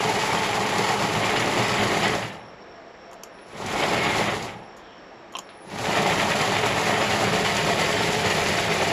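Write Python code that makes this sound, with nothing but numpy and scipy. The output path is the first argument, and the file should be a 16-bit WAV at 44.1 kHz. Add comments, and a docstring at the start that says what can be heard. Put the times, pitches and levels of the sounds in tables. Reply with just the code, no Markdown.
"""Braiding machine with a foot pedal

A braiding machine runs under a plastic hood in a factory hall, and is stopped and restarted twice by pedal.
Nearly nine times a second the horn gears hand over the bobbin carriers: random blows ring frame, hood and steel.
The pauses leave the hall's filtered noise, a thin whine, the pedal's clicks and the whistle of the motor drive."""
import sys
import numpy as np
from scipy import signal
from scipy.fft import rfft, irfft
from scipy.io import wavfile
from scipy.ndimage import map_coordinates

SR = 44100
rng = np.random.default_rng(int(sys.argv[2]) if len(sys.argv) > 2 else 0)


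def master_out(mix):
    """Clip the mix to full scale and print it as 16-bit PCM to the path in sys.argv[1]."""
    frames = np.transpose(np.atleast_2d(mix))
    ceiling = np.clip(frames, -1, 1)
    pcm = np.round(ceiling * 32767).astype(np.int16)
    wavfile.write(sys.argv[1], SR, pcm)


N = 393372
TIME = np.arange(N) / SR  # s
HZ = np.fft.rfftfreq(8192, 1 / SR)  # frequencies at which filter gains are given


def amp(db):
    """Turns decibels into a gain."""
    return 10 ** (np.asarray(db) / 20)


def unit(x):
    """Scales a sound to rms 1."""
    return x / np.sqrt(np.mean(x ** 2) + 1e-20)


def shape(points):
    """Gain at each frequency, drawn as a line through the points of a colour table."""
    hz, db = np.transpose(points)
    return amp(np.interp(np.log(HZ + 1), np.log(hz + 1), db))


def peaks(modes):
    """Gain at each frequency of a set of resonances; width is measured at half the peak gain."""
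    return sum(amp(db) / (1 + (2 * (HZ - hz) / width) ** 2) for hz, width, db in modes)


def colour(x, gain):
    """Filters a sound with the given gain, without sounding ahead of it; the filter has energy 1."""
    both_sides = np.r_[gain, gain[-2:0:-1]]
    log_gain = np.log(np.maximum(both_sides / gain.max(), 1e-5))
    # the Hilbert transform gives the phase that puts the response as early as possible
    spectrum = np.exp(np.conj(signal.hilbert(log_gain)))
    taps = np.fft.ifft(spectrum).real[:len(HZ)]
    return signal.oaconvolve(x, taps / np.linalg.norm(taps))[:len(x)]


def noise(gain):
    """Steady coloured noise of rms 1."""
    return unit(colour(rng.standard_normal(N), gain))


def ring(t60):
    """A crowd of evenly strong modes dying together, of energy 1; t60 (s) sets how fast."""
    t = TIME[:SR // 2]
    fade = amp(-60 * t / t60)
    tail = rng.standard_normal(len(t)) * fade
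    for _ in range(3):  # even out the spectrum, then fade again
        modes = rfft(tail)
        even = irfft(modes / (abs(modes) + 1e-12), len(t))
        tail = even * fade ** .25
    return tail / np.linalg.norm(tail)


def linger_factor(t60):
    """Share of the energy left after one sample, for a decay of 60 dB in t60 seconds."""
    return np.exp(-2 * np.log(1000) / (t60 * SR))


def echo(x, t60, wet_db):
    """Diffuse reflections of moving parts: a wash of noise that follows the sound's energy and dies away."""
    keep = linger_factor(t60)
    energy = signal.lfilter([1 - keep], [1, -keep], x ** 2)
    return x + amp(wet_db) * np.sqrt(energy) * rng.standard_normal(len(x))


def waver(x, depth, per_s, count=12):
    """Lets a sound wander in pitch by the given share (rms), through a slowly varying delay."""
    rates = per_s * np.geomspace(.25, 2, count)  # Hz
    delay = sum(np.sin(2 * np.pi * (rate * TIME + rng.random())) / (2 * np.pi * rate) for rate in rates)
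    moments = TIME + depth * np.sqrt(2 / count) * delay
    return map_coordinates(x, [moments * SR], order=3, mode="mirror")


def rub(start, length, db, first_hz, last_hz, width):
    """One unsteady resonance that swells, slides in pitch and fades."""
    along = np.clip((TIME - start) / length, 0, 1)
    heard = (along > 0) & (along < 1)
    flutter = rng.standard_normal((SR, 2)) @ [1, 1j]
    keep = np.exp(-np.pi * width / SR)
    flutter = signal.lfilter([1], np.poly([keep, keep]), flutter)[-heard.sum():]
    turns = np.cumsum(first_hz + (last_hz - first_hz) * along[heard]) / SR
    tone = unit((flutter * np.exp(2j * np.pi * turns)).real)
    out = np.zeros(N)
    out[heard] = amp(db) * np.sin(np.pi * along[heard]) * tone
    return out


# the microphone's way past four places: 0 over the hood, 1 near the floor, 2 beside the hood, 3 by the panel
# columns: t/s, place number
MIC_PATH = [(1.0, 0), (1.3, 1), (4.6, 1), (5.9, 2), (7.2, 2), (7.6, 3)]


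def mic_place():
    """Place of the microphone at each moment, with fractions on the way between two places."""
    return np.interp(TIME, *np.transpose(MIC_PATH))


def nearness(place_db):
    """Gain of a source as the microphone moves from place to place."""
    return amp(np.interp(mic_place(), np.arange(len(place_db)), place_db))


def body(modes, place):
    """Gain at each frequency of the frame or the hood, heard from one place."""
    return np.sqrt(sum(amp(db[place]) ** 2 / (1 + (2 * (HZ - hz) / width) ** 2) ** 2
                       for hz, width, *db in modes))


def carried(x, modes):
    """Rings a body whose colour changes as the microphone moves from place to place."""
    where, out = mic_place(), np.zeros(N)
    for k in range(4):
        gain = body(modes, k)
        share = np.maximum(1 - abs(where - k), 0)
        out += share * np.linalg.norm(gain) * colour(x, gain)
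    return unit(out)


# colour of the hall's murmur; columns: f/Hz, relative level/dB
HALL_COLOUR = [(15, -63), (25, -14), (92, -16), (154, -13.5), (188, -10), (313, -8.5), (510, -7.5),
               (665, -6.5), (1010, -11), (1540, -14.5), (1650, -12.5), (5000, -31.2), (6500, -64),
               (11000, -120)]
# colour of a soft hiss; columns: f/Hz, relative level/dB
HISS_COLOUR = [(3500, -20), (4800, -8), (5900, 2), (6500, -6), (7400, -1), (7900, -8), (8400, -22),
               (13500, -22)]
MURMUR_DB, HISS_DB, WHINE_DB = -46, -71.5, -63.7
# machines far off, each with its own pitch
# columns: f/Hz, width/Hz, level in the first pause/dB, level in the second pause/dB
FAR_DRONES = [(189, 18, -65, -63.5), (345, 36, -59, -57), (430, 44, -58.5, -57.5), (517, 43, -58, -61),
              (672, 47, -58, -61), (825, 60, -63, -62), (944, 23, -65, -66), (1238, 70, -61, -62)]
# middles of the two pauses; entries: t/s
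PAUSE_MIDDLES = (3.1, 4.9)
# a far motor swells now and then; columns: start t/s, length/s, level/dB, first f/Hz, last f/Hz, width/Hz
FAR_MOTOR = [(2.69, .28, -51, 690, 670, 30), (2.95, .1, -50, 505, 515, 25), (3.05, .2, -47, 685, 660, 30)]


def hall():
    """Noise bands make the murmur, drones and hiss of the hall; a thin electrical whine flickers above them."""
    murmur = amp(MURMUR_DB) * noise(shape(HALL_COLOUR))
    drones = sum(amp(np.interp(TIME, PAUSE_MIDDLES, db)) * noise(peaks([(hz, width, 0)]))
                 for hz, width, *db in FAR_DRONES)
    drones = waver(drones, depth=.025, per_s=3)
    swells = sum(rub(*row) for row in FAR_MOTOR)
    flicker_db = 1.6 * noise(peaks([(0, 12, 0)]))  # slow random ups and downs
    whine = amp(WHINE_DB + flicker_db) * noise(peaks([(5484, 240, 0)]))
    hiss = amp(HISS_DB) * noise(shape(HISS_COLOUR))
    return murmur + drones + swells + whine + hiss


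# the shoe slides off the pedal; entries: start t/s, length/s, level/dB, first f/Hz, last f/Hz, width/Hz
SHOE_SCUFF = (4.74, .32, -58, 3350, 3050, 700)


def shoe():
    """The sole rubs briefly over the pedal: a broad, unsteady resonance."""
    return rub(*SHOE_SCUFF)


# clicks of the pedal
# columns: t/s, case peak level/dB, lever peak level/dB, spring peak level/dB, t60/s, pitch factor of the modes
PEDAL_CLICKS = [(3.114, -43, -56, -43, .03, 1), (3.122, -37, -49, -51, .03, .9),
                (3.131, -37, -45, -38, .03, 1.02), (3.141, -44, -52, -42, .025, 1.02),
                (3.2345, -38, -39, -31, .012, .97), (3.2358, -42, -38, -23, .022, 1),
                (4.767, -44, -50, -45, .15, 1), (5.324, -46, -50, -43, .05, 1),
                (5.338, -35, -41, -47, .045, 1), (5.3523, -21.5, -20.5, -42, .006, 1),
                (5.3555, -29, -26.5, -42, .022, 1), (5.3682, -31, -27, -26, .014, .91),
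                (5.387, -29, -26, -22, .016, 1.02), (5.3905, -33, -33, -24, .018, .96)]
# modes of the pedal's case, its lever and its switch spring; columns: f/Hz, width/Hz, relative level/dB
PEDAL_CASE = [(740, 220, -6), (1050, 200, 1.5)]
PEDAL_LEVER = [(2720, 260, -2), (3120, 260, 1), (3950, 350, -14), (5600, 400, -12)]
PEDAL_SPRING = [(4650, 600, -5), (5500, 400, -5), (6300, 600, -4), (7050, 600, 2), (7150, 45, 2),
                (9600, 1100, -9), (11800, 700, -9), (13300, 500, -17)]


def pedal():
    """Each click rings the case, the lever and the spring, chatters briefly and echoes off floor and frame."""
    out, t = np.zeros(N), TIME[:SR // 5]
    for s, case_db, lever_db, spring_db, t60, pitch in PEDAL_CLICKS:
        chatter = rng.standard_normal(len(t)) * amp(-60 * t / t60)
        chatter[0] += 8  # an extra push at the first contact
        for modes, db in (PEDAL_CASE, case_db), (PEDAL_LEVER, lever_db), (PEDAL_SPRING, spring_db):
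            tuned = [(hz * pitch, width, level) for hz, width, level in modes]
            click = colour(echo(chatter, t60=0.14, wet_db=-11), peaks(tuned))
            out[round(s * SR):][:len(t)] += amp(db) * click / abs(click).max()
    return out


# one row a run of the machine
# columns: drive on t/s, starts turning t/s, full speed t/s, starts slowing t/s, at rest t/s,
# relative level of the drive's whistle/dB
MACHINE_RUNS = [(-1.2, -1, -.5, 2.1, 2.41, -3), (3.27, 3.43, 3.81, 4.25, 4.6, -7),
                (5.41, 5.62, 5.915, 9.5, 9.9, -1)]
# moment of one hand-over in each run, which sets the gears' timing; entries: t/s
HANDOVER_TIMES = [1.106, 4.033, 7.435]
# force of the blows through one hand-over, before each noise takes its share
# columns: share of the cycle, relative level/dB
BLOW_FORCE = [(0, 0), (.05, -2), (.13, 0), (.22, 0), (.38, -1), (.46, -3), (.56, -1), (.75, -3), (.92, -4)]
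BEAT_HZ = 8.76  # hand-overs a second at full speed


def motion():
    """Speed of the gears (0-1) and force of the blows (dB) as the gears turn through each hand-over."""
    speed, force_db = np.zeros(N), np.zeros(N)
    for (on, start, full, slowing, rest, whistle_db), beat in zip(MACHINE_RUNS, HANDOVER_TIMES):
        ramp = np.interp(TIME, [start, full, slowing, rest], [0, 1, 1, 0])
        turns = np.cumsum(ramp) * BEAT_HZ / SR
        turns -= turns[round(beat * SR)]
        force_db += (ramp > 0) * np.interp(turns, *np.transpose(BLOW_FORCE), period=1)
        speed += ramp
    return speed, force_db


DRIVE_HOLD_S = .16  # the fading whistle lasts this long after the gears have stopped


def drive():
    """The motor drive whistles at its switching frequency, and gives way to broad sidebands at speed."""
    speed = motion()[0]
    powered = sum(amp(whistle_db) * np.interp(TIME, [on, start, slowing, rest + DRIVE_HOLD_S], [0, 1, 1, 0])
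                  for on, start, full, slowing, rest, whistle_db in MACHINE_RUNS)
    tone = amp(-62.5) * unit(np.sin(2 * np.pi * 10002 * TIME))
    whistle = tone + amp(-59) * noise(peaks([(9990, 54, 0)]))
    sidebands = amp(-53.5) * noise(peaks([(9850, 290, 0)]))
    return powered * (1 - speed) * whistle + speed ** 1.5 * sidebands


CRACK_S, CHATTER_DB = .004, -5  # fading time of the crack; level at which the chatter begins


def strikes(rows, gain, t60):
    """Single blows, each a crack and a short chatter that ring the given body."""
    out, t = np.zeros(N + SR // 2), TIME[:SR // 2]
    for s, db in rows:
        force = np.exp(-t / CRACK_S) + amp(CHATTER_DB - 60 * t / t60)
        blow = colour(rng.standard_normal(len(t)) * force, gain)
        out[round(s * SR):][:len(t)] += amp(db) * blow / abs(blow).max()
    return out[:N]


# the contactor closes just after each press of the pedal; columns: t/s, relative peak level/dB
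CONTACTOR_CLOSES = [(3.385, -42), (5.49, -32.5)]
# modes of its cabinet; columns: f/Hz, width/Hz, relative level/dB
CABINET_MODES = [(1300, 700, 0), (2300, 1100, 1), (3680, 1500, -1)]


def contactor():
    """A contactor snaps shut and rings the modes of the cabinet."""
    return amp(-0.5) * strikes(CONTACTOR_CLOSES, peaks(CABINET_MODES), t60=0.37)


# brief tones of dry gears and guides, and a groan of the motor before the last start
# columns: start t/s, length/s, level/dB, first f/Hz, last f/Hz, width/Hz
BRIEF_TONES = [(3.74, .1, -34, 2215, 2195, 40), (3.8, .55, -36, 2260, 2040, 80),
               (4.22, .55, -45.5, 830, 815, 150), (5.5, .26, -53, 770, 830, 120),
               (6.17, .08, -32, 1830, 1830, 200)]


def singing():
    """Brief tones of dry gears and guides, and a groan of the motor before the last start: unsteady resonances."""
    return sum(rub(*row) for row in BRIEF_TONES)


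# deep thuds of the gears into the frame, at full speed and while starting or stopping
# columns: t/s, relative peak level/dB
GEAR_THUDS = [(.339, -18), (1.15, -19), (3.652, -18), (4.218, -14), (4.43, -21), (4.552, -30), (4.61, -32),
              (5.735, -26), (5.8, -21), (5.878, -16), (5.97, -15), (6.758, -20), (8.086, -15)]
# a carrier knocks hard under the hood and the nearest panel rings
# columns: t/s, relative peak level/dB, panel f/Hz
CARRIER_KNOCKS = [(.191, -12, 430), (.79, -9, 775), (.9, -11, 732), (1.335, -9, 420), (1.473, -8, 430),
                  (1.832, -11, 390), (1.926, -10, 420), (2.055, -12, 710), (3.805, -13, 340),
                  (3.824, -13, 818), (3.912, -12, 500), (4.142, -13, 400), (4.432, -20, 430),
                  (5.792, -15, 780), (5.83, -15, 420), (5.95, -11, 480), (6.059, -9, 796),
                  (6.299, -10, 700), (6.481, -11, 420), (6.635, -9, 710), (7.219, -10, 796),
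                  (7.32, -11, 430), (7.389, -9, 710), (7.69, -7.5, 689), (7.78, -9.5, 750),
                  (8.009, -12, 882), (8.822, -8.5, 775)]
# steel clanks as one carrier jostles the next; columns: t/s, relative peak level/dB
CARRIER_CLANKS = [(.433, -16), (.886, -16), (1.361, -14), (1.794, -15), (2.047, -14), (2.225, -21),
                  (2.305, -29), (4.091, -18), (5.964, -17), (6.198, -10.5), (6.318, -13), (7.966, -14),
                  (8.246, -15), (8.585, -15)]
# sharp snaps of a pawl; columns: t/s, relative peak level/dB
PAWL_SNAPS = [(.091, -20), (.33, -21), (.784, -19), (0.8894, -21), (.918, -20), (1.579, -21), (1.6811, -22),
              (2.08, -20), (3.934, -22), (6.018, -22), (6.414, -18), (6.662, -21), (7.241, -20),
              (7.5674, -16.5), (8.1259, -22), (8.486, -18.5)]
# all the pawls chatter when the gears lurch at a start or a stop; columns: t/s, relative peak level/dB
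GEAR_LURCHES = [(3.662, -26), (4.425, -25), (5.7, -37), (5.785, -27)]


def single_blows():
    """Thuds, knocks, clanks and snaps that stand out: each a burst of noise that rings the part it strikes."""
    low_frame = body(FRAME_MODES, place=1) + peaks([(190, 74, -4), (377, 160, -15)])
    thuds = amp(-6.5) * strikes(GEAR_THUDS, low_frame, t60=.19)
    hood = body(HOOD_MODES, place=2)
    knocks = amp(-8.7) * sum(strikes([(s, db)], hood + peaks([(hz, 40, 7)]), t60=.19)
                             for s, db, hz in CARRIER_KNOCKS)
    clanks = amp(-3.3) * strikes(CARRIER_CLANKS, shape(CARRIER_COLOUR), t60=.19)
    snaps = amp(-3) * strikes(PAWL_SNAPS, shape(PAWL_COLOUR), t60=0.055)
    jerks = amp(-2) * strikes(GEAR_LURCHES, shape(PAWL_COLOUR), t60=.28)
    return thuds + knocks + clanks + snaps + jerks


def effort(speed, law, place_db):
    """Gain of one noise of the machine: it follows the speed, and the hall holds it for a moment after a stop."""
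    exponent, t60, linger_db = law
    energy = speed ** (2 * exponent)
    keep, share = linger_factor(t60), amp(linger_db) ** 2
    lingering = signal.lfilter([1 - keep], [1, -keep], energy, zi=[keep * energy[0]])[0]
    return nearness(place_db) * np.sqrt((energy + share * lingering) / (1 + share))


def blow_rate(speed, per_s):
    """Blows a second: fewer as the gears slow."""
    return per_s * (.3 + .7 * speed)


def impacts(speed, force_db, per_s, spread_db, t60, count=12):
    """Many loose parts strike at random, each with its own ring; blows thin out as the gears slow."""
    rate = blow_rate(speed, per_s)
    size = amp(spread_db * np.minimum(rng.exponential(1, N), 4)) * rng.choice([-1, 1], N)
    struck = rng.random(N) < rate / SR
    blows = unit(size * struck / np.sqrt(rate)) * amp(force_db)
    part = rng.integers(0, count, N)
    return sum(signal.oaconvolve(blows * (part == k), ring(t60))[:N] for k in range(count))


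# modes of the frame; columns: f/Hz, width/Hz, relative level/dB at places 0, 1, 2, 3
FRAME_MODES = [(52.4, 18, -18, -13, -18, -14), (97, 30, -14.5, -10.5, -8.5, -3),
               (115.8, 25, -3, -2.5, -2.5, -7), (161.7, 36.5, -3, -4, -2.5, -1),
               (204, 45.4, -3.5, -2.5, -2, -3)]
# how thumps grow and linger; entries: exponent of the speed, t60/s, lingering share/dB
THUMP_GROWTH = (1.2, .9, -3.5)
# thumps at full speed; entries: level/dB at places 0, 1, 2, 3
THUMP_LEVEL = (-33.8, -32.6, -32.6, -32.7)


def frame_thumps(speed, force_db):
    """Gears thump the frame: dense random blows ring its low modes."""
    thumps = impacts(speed, 0.4 * force_db, per_s=900, spread_db=0.5, t60=0.025, count=8)
    return effort(speed, THUMP_GROWTH, THUMP_LEVEL) * carried(thumps, FRAME_MODES)


# modes of the plastic hood; columns: f/Hz, width/Hz, relative level/dB at places 0, 1, 2, 3
HOOD_MODES = [(290.6, 75, -8, -5, -6, -8), (353, 84, -18, -4.5, -9.5, -8.5),
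              (419.3, 135, -1.5, -3.5, -2.5, -0.5), (522, 54, -10.0, -4.5, -11.5, -3.5),
              (579, 91, -7, -3.5, -1, -2.5), (682, 100, -6, -4, -2, -1.5), (756, 129, -5, -3.5, -2, -6),
              (846, 130, 0.5, -3.5, -4, -4), (924, 81, -5.5, -7, -4, -5.5),
              (1067, 320, -7.5, -7.5, -8.5, -11.5), (1253, 410, -12, -11.5, -10.5, -13.5)]
# sharp modes of the steel deck; columns: f/Hz, width/Hz, relative level/dB
DECK_MODES = [(200.9, 12.3, -0.5), (438.1, 24, -1), (714, 20, -3), (1830, 23, -8)]
# how strongly the deck is heard beside the hood; columns: t/s, relative level/dB
DECK_STRENGTH = [(2.1, -12), (3.6, -19), (4.5, -18), (6.4, -11.5)]
# how knocks grow and linger; entries: exponent of the speed, t60/s, lingering share/dB
KNOCK_GROWTH = (1.55, 1.05, -8.5)
# gain of the knocks at full speed; entries: level/dB at places 0, 1, 2, 3
KNOCK_LEVEL = (-25.7, -25.3, -25.5, -26.2)


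def hood_knocks(speed, force_db):
    """Carriers knock under the hood: the blows ring hood and deck, whose pitch wanders a little."""
    knocks = impacts(speed, 0.9 * force_db, per_s=640, spread_db=1.0, t60=0.035)
    hood = carried(echo(knocks, t60=0.4, wet_db=-3.5), HOOD_MODES)
    deck_gain = amp(np.interp(TIME, *np.transpose(DECK_STRENGTH)))
    deck = deck_gain * unit(colour(knocks, peaks(DECK_MODES)))
    return effort(speed, KNOCK_GROWTH, KNOCK_LEVEL) * waver(hood + deck, depth=.016, per_s=5)


# modes of a bobbin spindle, before each one's own tuning; columns: f/Hz, relative level/dB, t60/s
SPINDLE_MODES = [(1083, -3.5, 0.22), (1293, -5.5, .2), (1836, -1.5, 0.16), (1983, 0.5, 0.26),
                 (2418, -3.5, 0.2), (2876, -3, 0.11), (3082, -6.5, 0.24), (3454, -8, 0.18),
                 (4460, -7, 0.11), (4985, -10, 0.19), (7200, -9.5, 0.12)]


def spindles(speed, force_db, per_s, spread_db, detune, count=24):
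    """The spindles ring on after random blows: fading sine tones, each spindle tuned a little differently."""
    t = TIME[:SR // 4]
    size = amp(force_db + spread_db * np.minimum(rng.exponential(1, N), 3))
    blows = size * (rng.random(N) < blow_rate(speed, per_s) / SR)
    which, out = rng.integers(0, count, N), np.zeros(N)
    for k in range(count):
        ping = np.zeros(len(t))
        for hz, db, t60 in SPINDLE_MODES:
            strength, off = rng.standard_normal(2)
            tone = np.sin(2 * np.pi * hz * (1 + detune * off) * t)
            ping += amp(db - 60 * t / t60) * strength * tone
        out += signal.oaconvolve(blows * (which == k), unit(ping))[:N]
    return unit(out)


# colour of the steel carriers; columns: f/Hz, relative level/dB
CARRIER_COLOUR = [(900, -27), (1350, -6), (1580, -3.6), (1850, -1.3), (2100, -2.3), (2400, -3),
                  (2900, -5.3), (3300, -6.8), (3900, -10), (4400, -22), (6000, -46.5)]
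# how strongly the main gear sings out of the rattle; entries: relative level/dB at places 0, 1, 2, 3
GEAR_STRENGTH = (-12.5, -11.5, -13, -18)
# how rattles grow and linger; entries: exponent of the speed, t60/s, lingering share/dB
RATTLE_GROWTH = (1.7, .68, -4)
# gain of the rattles at full speed; entries: level/dB at places 0, 1, 2, 3
RATTLE_LEVEL = (-29.3, -28, -27.4, -27.2)


def carrier_rattle(speed, force_db):
    """Carriers rattle in their tracks; the main gear and the spindles ring with a note that drifts."""
    rattles = impacts(speed, 0.75 * force_db, per_s=620, spread_db=1.3, t60=0.028)
    carriers = amp(-1.5) * unit(colour(echo(rattles, t60=0.21, wet_db=-1.5), shape(CARRIER_COLOUR)))
    gear = nearness(GEAR_STRENGTH) * unit(colour(rattles, peaks([(2192, 120, 0)])))
    pings = amp(-6) * spindles(speed, force_db, per_s=90, spread_db=1.5, detune=.03)
    singing_parts = waver(gear + pings, depth=.02, per_s=1.5)
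    return effort(speed, RATTLE_GROWTH, RATTLE_LEVEL) * (carriers + singing_parts)


# colour of the carriers' tension pawls; columns: f/Hz, relative level/dB
PAWL_COLOUR = [(2500, -25), (3900, -1.5), (4500, -0.5), (5030, -1.5), (5400, -3.5), (7300, -4),
               (7800, -6.5), (8300, -22.5), (8800, -22), (9300, -10.5), (9950, -9.5), (11400, -20),
               (11970, -12.5), (12200, -18), (14000, -27)]
# how ticks grow and linger; entries: exponent of the speed, t60/s, lingering share/dB
TICK_GROWTH = (1.45, .33, -4)
# ticks at full speed; entries: level/dB at places 0, 1, 2, 3
TICK_LEVEL = (-35.5, -36.3, -35.2, -34.4)


def pawl_ticks(speed, force_db):
    """Tension pawls tick: short, bright random blows in a wash of reflections."""
    ticks = impacts(speed, 0.78 * force_db, per_s=600, spread_db=3.0, t60=0.02)
    pawls = unit(colour(echo(ticks, t60=0.19, wet_db=6), shape(PAWL_COLOUR)))
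    return effort(speed, TICK_GROWTH, TICK_LEVEL) * pawls


def machine():
    """The turning gears set the speed and the force of the blows for every moving part."""
    speed, force_db = motion()
    return (frame_thumps(speed, force_db) + hood_knocks(speed, force_db)
            + carrier_rattle(speed, force_db) + pawl_ticks(speed, force_db))


def scene():
    """All sources at one microphone."""
    background = hall() + shoe() + pedal() + drive() + contactor()
    return (background + singing() + single_blows() + machine())[None]


def record(dry):
    """Cuts the treble steeply around 14 kHz, as the recorder's band limit."""
    low_pass = signal.firwin(511, 14050, window=("kaiser", 9), fs=SR)
    return signal.oaconvolve(dry, low_pass[None], "same")


dry = scene()
out = record(dry)
master_out(out)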